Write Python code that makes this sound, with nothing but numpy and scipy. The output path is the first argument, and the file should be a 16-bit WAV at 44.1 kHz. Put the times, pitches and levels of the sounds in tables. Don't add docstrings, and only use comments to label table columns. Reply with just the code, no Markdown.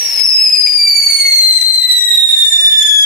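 import sys
import numpy as np
from scipy import signal
from scipy.fft import rfft, irfft, next_fast_len
from scipy.io import wavfile
from scipy.ndimage import uniform_filter1d, minimum_filter1d, map_coordinates

SR = 44100
rng = np.random.default_rng(int(sys.argv[2]) if len(sys.argv) > 2 else 0)


def int16_out(signal):
    q = np.round(np.clip(np.atleast_2d(signal).T, -1, 1) * 32767)
    wavfile.write(sys.argv[1], SR, q.astype(np.int16))


N = 134505
SIDES = np.array([[1], [-1]])


def amp(db):
    return 10 ** (np.asarray(db) / 20)


def unit(x):
    return x / np.sqrt(np.mean(x ** 2) + 1e-20)


def along(points, hz):
    point_hz, values = np.transpose(points)
    return np.interp(np.log(hz + 1), np.log(point_hz + 1), values)


def curve(rows):
    return np.interp(np.arange(N) / SR, *np.transpose(rows))


def wobble(rate):
    knots = rng.standard_normal(N // 8)
    return map_coordinates(knots, [np.arange(N) * rate / SR], mode="wrap")


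def filtered(x, response):
    size = next_fast_len(N + SR // 2)
    spectrum = rfft(x, size) * response(np.fft.rfftfreq(size, 1 / SR))
    return irfft(spectrum, size)[..., :N]


def turns(hz):
    return 2 * np.pi * np.cumsum(hz) / SR


def partials(table, phase, slip):
    flicker_db = 3
    total = 0
    for multiple, db in table:
        level = amp(db + flicker_db * wobble(90))
        total = total + level * np.sin(multiple * phase + slip)
    return total


def whistle():
    # time in seconds, pitch in Hz.
    tube_pitch = [(0.0, 5745), (0.1, 5397), (0.21, 5209), (0.245, 5423), (0.3, 5217), (0.41, 5193),
                  (0.47, 5079), (0.62, 4958), (0.72, 4818), (0.92, 4600), (1.2, 4399), (1.45, 4164),
                  (1.62, 4075), (1.68, 4151), (2.0, 3890), (2.3, 3690), (2.5, 3608), (2.75, 3540),
                  (3.05, 3335)]
    # time in seconds, depth in Hz.
    waver_depth = [(0, 5), (.5, 37), (1.3, 40), (2.2, 30.3), (2.6, 19.8), (3.05, 13.3)]
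    # time in seconds, dip in Hz.
    sputters = [(0.564, 503), (0.659, 153), (0.83, 285), (1.584, 403), (1.619, 405)]
    # multiple of the pitch, level in dB.
    whole_tones = [(2, -14), (3, -17), (4, -24)]
    # multiple of the pitch, level in dB.
    half_tones = [(.5, -16), (1.5, -17), (2.5, -21), (3.5, -27), (4.5, -31)]
    # time in seconds, level in dB.
    whole_strength = [(0, -7.5), (.3, -4), (.8, -4.5), (1.25, 4.5), (1.5, -2), (2.2, -4.5), (2.55, 2.5),
                      (2.7, -1.5), (3.05, 4)]
    # time in seconds, level in dB.
    half_strength = [(0, -58), (.25, -13.5), (.4, -12.5), (.57, -4), (.62, -28), (.675, -0.5), (.73, -27),
                     (.79, -5), (1.05, -2.5), (1.3, 0.5), (1.55, -3.5), (1.8, -10.5), (2.05, -5.5),
                     (2.25, -19.5), (2.36, -11), (2.8, -6), (3.05, -1.5)]
    # frequency in Hz, gain in dB.
    note_top = [(11000, 0), (12500, -4), (13500, -11), (14500, -16), (15700, -16)]
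    # time in seconds, level in dB.
    effort = [(0, -9), (.15, -14), (.21, -8), (.25, -4), (.55, -1.5), (.7, 0), (.8, -2.5), (1.25, -6),
              (1.6, -6), (2.2, -4), (2.6, -4.5), (3.05, 0.5)]
    waver_per_s, speedup_per_s2, crest_s = 9.731, 1.22, 1.278
    jitter_hz, fast_jitter_hz, shimmer_db = 10, 12, .5
    start_rough, settle_s = 5, 0.079
    sputter_s, choke_db = .0016, -12
    slip_hz, lock_s = 94, .71
    half_flicker_db = 2.0

    t = np.arange(N) / SR
    since_crest = t - crest_s
    waver_cycles = waver_per_s * since_crest + speedup_per_s2 * since_crest ** 2 / 2
    waver = curve(waver_depth) * np.cos(2 * np.pi * waver_cycles)
    rough = 1 + start_rough * np.exp(-t / settle_s)
    jitter = rough * (jitter_hz * wobble(120) + fast_jitter_hz * wobble(900))

    stumbles = np.array([np.exp(-((t - s) / sputter_s) ** 2) for s, _ in sputters])
    dips = np.array([hz for _, hz in sputters]) @ stumbles

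    phase = turns(curve(tube_pitch) + waver + jitter - dips)
    slip = turns(slip_hz * wobble(700) * (t < lock_s))
    whole = amp(curve(whole_strength)) * partials(whole_tones, phase, 0)
    half_level = amp(curve(half_strength) + half_flicker_db * wobble(45))
    half = half_level * partials(half_tones, phase, slip)
    note = filtered(np.sin(phase) + whole + half, lambda hz: amp(along(note_top, hz)))
    level_db = curve(effort) + shimmer_db * wobble(300) + choke_db * stumbles.sum(0)
    return amp(level_db) * note


def jet():
    # frequency in Hz, relative gain in dB.
    hiss_colour = [(100, -11), (350, -13), (550, -1), (800, 6.5), (1050, -1.5), (1400, -4), (2000, 3.5),
                   (3500, 3), (5500, 1), (7500, -2.5), (11000, -0.5)]
    # frequency in Hz, gain in dB.
    hiss_top = [(11000, 0), (13000, -1), (14300, -4), (15500, -3)]
    # time in seconds, level in dB.
    hiss_level = [(0, -26), (.2, -26), (.25, -30), (.7, -24), (.8, -31), (1.2, -28.5), (1.6, -30.5),
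                  (2.2, -31), (2.7, -28), (3.05, -21)]
    crackle_per_s, crackle_db, crackle_hz = 70, -9, 7000
    flicker_db = 1.1

    pops = (rng.random(N) < crackle_per_s / SR) * rng.standard_normal(N)
    sparks = unit(filtered(pops, lambda hz: hz / (hz + crackle_hz)))
    raw = rng.standard_normal(N) + amp(crackle_db) * sparks
    gas = filtered(raw, lambda hz: amp(along(hiss_colour, hz) + along(hiss_top, hz)))
    return unit(gas) * amp(curve(hiss_level) + flicker_db * wobble(70))


def yard():
    # frequency in Hz, relative gain in dB.
    rumble_colour = [(20, -13), (60, -5.5), (130, 0.5), (250, 3), (500, -5), (1000, -4), (4000, -93)]
    # frequency in Hz, level in dB.
    hum_tones = [(59.5, -63.5), (118.6, -57)]
    rumble_db = -51.5

    noise = rng.standard_normal((2, N))
    mid, side = filtered(noise, lambda hz: amp(along(rumble_colour, hz)))
    rumble = amp(rumble_db) * unit(mid + 0.083 * side * SIDES)
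    hum = sum(amp(db) * np.sin(turns(hz + wobble(10))) for hz, db in hum_tones)
    return rumble + hum


def direct(x):
    port_lag_s = 19 / 44100
    return filtered(x, lambda hz: np.exp(1j * np.pi * hz * port_lag_s * SIDES))


def echoes(x, t60):
    t = np.arange(SR // 2) / SR
    tail = rng.standard_normal((2, len(t))) * 10 ** (-3 * t / t60)
    tail = tail / np.linalg.norm(tail[0])
    return signal.fftconvolve(x[None], tail, axes=1)[:, :N]


def far_walls(x):
    # delay in seconds, level in dB against the near walls.
    bounces = [(.052, -4), (.078, -9)]
    spread_s = .02
    total = 0
    for delay_s, db in bounces:
        late = np.pad(echoes(x, spread_s), ((0, 0), (int(delay_s * SR), 0)))[:, :N]
        total = total + amp(db) * late
    return total


def scene():
    # time in seconds, level in dB.
    wall_strength = [(0, -3), (.6, -4.5), (.85, -5), (1.35, -1), (1.8, 0), (3.05, 1.5)]
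    # time in seconds, left minus right in dB.
    whistle_pan = [(0, 0), (.25, 4.5), (.35, -4), (.65, 1), (.78, 0), (1.0, 2), (1.28, -2.5), (1.42, -0.5),
                   (1.6, 3.5), (1.85, 4), (2.2, 2.5), (2.35, -2.5), (2.7, -2.5), (3.05, -0.5)]
    walls_t60_s, porch_t60_s = 0.084, .5
    porch_db, hiss_wet_db = -15.5, -5
    hiss_pan_db = 2

    note, hiss = whistle(), jet()
    walls = amp(curve(wall_strength)) * (echoes(note, walls_t60_s) + far_walls(note))
    porch = amp(porch_db) * echoes(note, porch_t60_s)
    note = direct(note) + walls + porch
    hiss = direct(hiss) + amp(hiss_wet_db) * echoes(hiss, walls_t60_s)
    note = note * amp(curve(whistle_pan) * SIDES / 2)
    hiss = hiss * amp(hiss_pan_db * SIDES / 2)
    return note + hiss + yard()


def record(dry):
    # frequency in Hz, gain in dB.
    right_mic = [(200, 0.5), (1000, 4), (6000, -2.5), (6800, -10), (7300, -17), (9000, -24), (12000, -26.5),
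                 (15700, -32)]
    mirror_hz, mirror_width_hz, mirror_db = 8010, 1020, -5
    ceiling, hold_s, ease_s = .97, .035, .006
    top_hz = 15750

    near = filtered(dry, lambda hz: np.exp(-((hz - mirror_hz) / mirror_width_hz) ** 2))
    shift = np.exp(-4j * np.pi * mirror_hz * np.arange(N) / SR)
    mirror = np.real(signal.hilbert(near) * shift)
    heard = dry + amp(mirror_db) * mirror
    x = filtered(heard, lambda hz: amp([np.zeros_like(hz), along(right_mic, hz)]))

    needed = np.minimum(1, ceiling / (np.abs(x).max(0) + 1e-9))
    hold, ease = int(hold_s * SR), int(ease_s * SR)
    held = minimum_filter1d(needed, hold, origin=(hold - ease) // 2)
    gain = uniform_filter1d(held, ease)
    return filtered(x * gain, lambda hz: hz < top_hz)


dry = scene()
out = record(dry)
int16_out(out)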